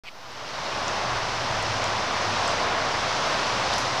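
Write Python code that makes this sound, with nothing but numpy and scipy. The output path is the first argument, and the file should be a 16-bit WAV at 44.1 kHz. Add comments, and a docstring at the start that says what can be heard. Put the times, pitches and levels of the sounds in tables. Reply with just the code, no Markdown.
"""Wind in pine crowns

Wind rushes through tall pines: noise in gently flickering bands gives a broad roar around 600-1000 Hz
with needle hiss above. A low hum wavers as three wandering tones and low noise buffets the microphone.
Twigs tick as short cracks of noise. A hand-held recorder switches on, a finger rubs its case
(dense random slips through resonances), and the sound fades in over the first second."""
import sys
import numpy as np
from scipy import signal
from scipy.fft import rfft, irfft
from scipy.io import wavfile

SR = 44100
rng = np.random.default_rng(int(sys.argv[2]) if len(sys.argv) > 2 else 0)


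def to_wav(s):
    """Save 16-bit WAV."""
    ch = np.atleast_2d(s).T  # columns
    pcm = np.round(np.clip(ch, -1, 1) * 32767)  # PCM
    wavfile.write(sys.argv[1], SR, pcm.astype(np.int16))


N = 176400  # 4 s
OPPOSED = np.array([[1], [-1]])  # equal and opposite in the two channels


def amp(db):
    """Decibels to linear gain."""
    return 10 ** (np.asarray(db) / 20)


def rms_one(x):
    """Scale to an RMS of 1."""
    return x / np.sqrt(np.mean(x ** 2) + 1e-20)


def in_time(rows):
    """Draw each column after the first as a curve over time."""
    s, *columns = np.transpose(rows)
    t = np.arange(N) / SR
    return [np.interp(t, s, column) for column in columns]


def drift(rate):
    """Slow chance at about rate per second, spread 1: noise through a two-pole low-pass."""
    step = 40  # samples between slow values
    pole = np.exp(-2 * step * np.pi * rate / SR)
    noise = rng.standard_normal(N // step + 2002)
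    slow = signal.lfilter([1], [1, -2 * pole, pole * pole], noise)[2000:]  # drop the settling
    return np.interp(np.arange(N) / step, np.arange(len(slow)), rms_one(slow))


def coloured(points):
    """Spectrum of white noise shaped by a colour curve, drawn straight over log frequency."""
    hz, db = np.transpose(points)
    log_f = np.log(np.arange(N // 2 + 1) * SR / N + 1)
    return rfft(rng.standard_normal(N)) * amp(np.interp(log_f, np.log(hz), db))


def band(x, low_hz, high_hz):
    """Steep band-pass, scaled to a peak height of 1."""
    sos = signal.butter(3, [low_hz, high_hz], "band", fs=SR, output="sos")
    y = signal.sosfilt(sos, x)
    return y / abs(y).max()


def resonance(x, hz, width):
    """Two-pole resonance with a gain of 1 at its peak."""
    r = np.exp(-np.pi * width / SR)
    feedback = [1, -2 * r * np.cos(2 * np.pi * hz / SR), r * r]
    return signal.lfilter([(1 - r * r) / 2, 0, (r * r - 1) / 2], feedback, x + 1e-18)


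# colour of the recorder's own hiss: f/Hz, level/dB (per Hz, relative)
ELECTRONICS_COLOUR = [(2500, -40), (4000, -19), (5000, -7), (8000, -1), (12000, 1), (14500, 2), (15500, -3)]
ELECTRONICS_DB = -64.5


def electronics_hiss():
    """Steady electronic noise, independent in each channel."""
    channels = [rms_one(irfft(coloured(ELECTRONICS_COLOUR), N)) for _ in range(2)]
    return amp(ELECTRONICS_DB) * np.array(channels)


# lumps of wind on the microphone port: t/s, level/dB
BUFFET_LEVELS = [(.11, -76), (.99, -58), (1.07, -60), (1.12, -40), (1.3, -50), (1.45, -58), (1.5, -46),
                 (1.75, -49), (2.07, -61), (2.61, -55), (3.22, -60), (3.42, -56), (3.98, -58)]


def buffet():
    """Wind pressure on the microphone port: noise from 18 to 70 Hz that comes in lumps."""
    sos = signal.butter(3, [18, 70], "band", fs=SR, output="sos")
    rumble = signal.sosfilt(sos, rng.standard_normal(N + SR))[SR:]  # drop the settling
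    level_db, = in_time(BUFFET_LEVELS)
    return amp(level_db) * rms_one(rumble)


# wavering hum: t/s, low tone level/dB, middle tone level/dB, high tone level/dB
HUM_LEVELS = [(0.11, -73, -64.5, -72), (0.77, -58, -54, -52), (0.9, -49, -68, -59), (1.08, -54, -40.5, -54),
              (1.34, -45, -46, -55), (1.51, -43, -41, -40), (1.59, -39, -53, -59), (1.7, -37.5, -40, -47),
              (2.21, -47, -59, -53.5), (2.3, -40, -58, -66), (2.34, -39, -50, -50), (2.73, -52, -62, -54),
              (3.05, -48, -45, -47), (3.15, -57, -57, -47), (3.88, -45, -42.5, -52), (3.98, -47, -54, -43)]
# the three tones, low to high: f/Hz, spread of the pitch wander/Hz
HUM_PITCHES = [(102, 1.02), (121, 1.4), (133, 1.7)]
HUM_OCTAVE_DB = -11  # relative to the low tone


def hum():
    """Three sine tones whose pitch and level wander; the lowest has a faint octave."""
    phases = [2 * np.pi * np.cumsum(hz + wander * drift(4)) / SR for hz, wander in HUM_PITCHES]
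    levels = amp(in_time(HUM_LEVELS))
    tones = np.sum(levels * np.sin(phases), axis=0)
    octave = levels[0] * amp(HUM_OCTAVE_DB) * np.sin(2 * phases[0])
    return np.sqrt(2) * (tones + octave)  # table levels are RMS


# resonances of the recorder case: f/Hz, width/Hz, level/dB (relative)
CASE_RESONANCES = [(2300, 710, 6), (3180, 670, -2), (4320, 830, -1), (8000, 1100, -20)]
RUB_START_S, RUB_PEAK_S, RUB_END_S = 0.054, 0.084, 0.096
RUB_DB, RUB_RISE_DB, RUB_SLIPS_PER_S = -35.5, 14, 5000


def rub():
    """Finger on the case: dense slips of random strength grow to a peak and excite its resonances."""
    strength = amp(4 * np.minimum(rng.exponential(1, N), 3))
    slips = (rng.random(N) < RUB_SLIPS_PER_S / SR) * rng.standard_normal(N) * strength
    body = 0
    for k, (hz, width, db) in enumerate(CASE_RESONANCES):
        ring = resonance(resonance(slips, hz, width), hz, width)  # twice for steeper sides
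        body = body + amp(db) * (-1) ** k * ring  # alternate polarity
    stroke_db, = in_time([(RUB_START_S - .02, -30), (RUB_START_S, -RUB_RISE_DB), (RUB_PEAK_S, 0),
                          (RUB_END_S, -12), (RUB_END_S + .01, -90)])
    return amp(RUB_DB + stroke_db) * rms_one(body)


# twig ticks: t/s, level/dB, body f/Hz, bright part level/dB (relative to the body),
# scattered tail level/dB (relative to the crack)
TWIG_TICKS = [(.320, -43, 8000, -30, -25), (.742, -40, 7000, -12, -20), (.881, -19.5, 6000, -28, -22),
              (1.567, -36, 7500, -13, -25), (1.626, -30, 7400, -8, -30), (1.841, -21.5, 6450, -20, -20),
              (2.2985, -39, 7800, -20.5, -25), (2.476, -27, 6500, -18, -20), (2.479, -23, 6850, -20, -18),
              (3.271, -44, 9000, -4, -20), (3.303, -42, 9000, -3, -18), (3.604, -40, 7800, -13, -25),
              (3.73, -22, 3500, -29, -16), (3.735, -17, 5000, -31, -11), (3.738, -31, 8000, -16, -16),
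              (3.761, -22, 4800, -27, -16), (3.782, -19.5, 6100, -13.5, -13)]
CRACK_T60_S, TAIL_T60_S, TICK_WIDE_DB = 0.007, 0.21, -22
TICK_LENGTH = 4410  # samples, 0.1 s
BODY_OCTAVES = 0.24  # each side of the body frequency
BRIGHT_HZ = (9100, 11800)
FAINT_TICKS_PER_S, FAINT_TICK_DB = 10, -22  # level relative to the roar


def ticks(roar_db):
    """Twigs crack as decaying noise with a body, a bright part and a tail; fainter ones come at random."""
    out = np.zeros((2, N + TICK_LENGTH))
    t = np.arange(TICK_LENGTH) / SR
    crack = amp(-60 * t / CRACK_T60_S)
    for s, db, hz, bright_db, tail_db in TWIG_TICKS:
        tail = amp(tail_db - 60 * t / TAIL_T60_S)
        noise = (crack + tail) * rng.standard_normal((2, len(t)))
        body = band(noise, hz / 2 ** BODY_OCTAVES, hz * 2 ** BODY_OCTAVES)
        mid, side = body + amp(bright_db) * band(noise, *BRIGHT_HZ)
        start = int(s * SR)
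        out[:, start:start + len(t)] += amp(db) * (mid + amp(TICK_WIDE_DB) * side * OPPOSED)
    strength = amp(3 * np.minimum(rng.exponential(1, N), 3))
    born = (rng.random(N) < FAINT_TICKS_PER_S / SR) * strength
    faint = signal.fftconvolve(born, crack)[:N] * rng.standard_normal(N) + 1e-18
    return out[:, :N] + amp(roar_db + FAINT_TICK_DB) * band(faint, 6000, 11000)


# colour of the stereo spread: f/Hz, level/dB (per Hz, relative)
SPREAD_COLOUR = [(2800, -60), (3500, -30), (4300, -5), (5000, -2), (6200, -4), (7500, -16), (9000, -22),
                 (12000, -44)]
SPREAD_DB = -29.5  # relative to roar and needle hiss together


def stereo_spread(roar_db, hiss_db):
    """The part of the wind that differs between the two ports: treble noise of opposite sign."""
    noise = rms_one(irfft(coloured(SPREAD_COLOUR), N))
    return amp(roar_db + hiss_db + SPREAD_DB) * noise * OPPOSED


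# colour of the wind in the crowns: f/Hz, level/dB (per Hz, relative)
CROWN_COLOUR = [(12, -45), (20, -25), (60, -9.5), (106, -10), (171, -9.5), (282, -9), (427, -8),
                (520, -4.5), (631, -1), (834, -1.5), (1040, -0.5), (1300, -4), (1720, -7.5), (2500, -10.5),
                (4000, -12.5), (5500, -13), (6200, -17.5), (7500, -28.5), (9000, -35), (11000, -44.5),
                (13000, -62), (15500, -75)]
NEEDLE_HISS_HZ = 3100  # middle of the one-octave passage from roar to hiss
GUST_DB, PATCH_DB, FLICKER_DB = 0.02, -0.15, 0.5  # spread: all bands, neighbouring bands, single band


def crowns(roar_db, hiss_db):
    """Wind in the crowns: noise in overlapping bands that waver slightly together, in patches and alone."""
    noise = coloured(CROWN_COLOUR)
    octave = np.log2(np.arange(N // 2 + 1) * SR / N + 1)
    out, gust, patch = 0, drift(1.5), drift(3)
    for centre in np.arange(4, 14.6, .5):  # log2 of Hz, half an octave apart
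        window = np.clip(1 - 2 * abs(octave - centre), 0, 1)
        layer = irfft(noise * window, N)
        patch = np.sqrt(.5) * (patch + drift(3))  # shared in part with the band below
        hiss_share = np.clip(centre - np.log2(NEEDLE_HISS_HZ) + .5, 0, 1)
        waver_db = GUST_DB * gust + PATCH_DB * patch + FLICKER_DB * drift(20.5)
        out = out + layer * amp(hiss_share * hiss_db + waver_db)
    return amp(roar_db) * out / np.std(irfft(noise, N))


# fade-in, then gusts: t/s, roar level/dB, needle hiss level/dB (relative to the roar)
WIND_LEVELS = [(.11, -46, 0.5), (.25, -41, 0.5), (.4, -36, 0), (.55, -32, 0.5), (.7, -29, -1),
               (.87, -27, -1.5), (1.1, -26.5, -1.5), (1.45, -27, -0.5), (1.75, -26, -0.5),
               (2.1, -25.5, -1.5), (2.5, -24.5, 0), (2.75, -24, -4), (3.1, -25, 0), (3.4, -24.5, 0),
               (3.7, -25, 0.5), (3.98, -26, 0)]


def scene():
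    """Lay the twigs, hum, buffeting and case rub with the wind, all on shared time."""
    roar_db, hiss_db = in_time(WIND_LEVELS)
    wind = crowns(roar_db, hiss_db) + stereo_spread(roar_db, hiss_db)
    return buffet() + hum() + rub() + ticks(roar_db) + wind


SWITCH_ON_S = 0.0363
OFFSET = 0.006  # constant, in both channels
TOP_HZ = 15400  # passband edge


def record(dry):
    """The recorder adds hiss and a small offset, is silent until switched on, and cuts the top."""
    on = np.arange(N) >= SWITCH_ON_S * SR
    heard = (dry + electronics_hiss() + OFFSET) * on
    top_cut = signal.ellip(14, .5, 80, TOP_HZ, fs=SR, output="sos")
    return signal.sosfilt(top_cut, heard)


dry = scene()
out = record(dry)
to_wav(out)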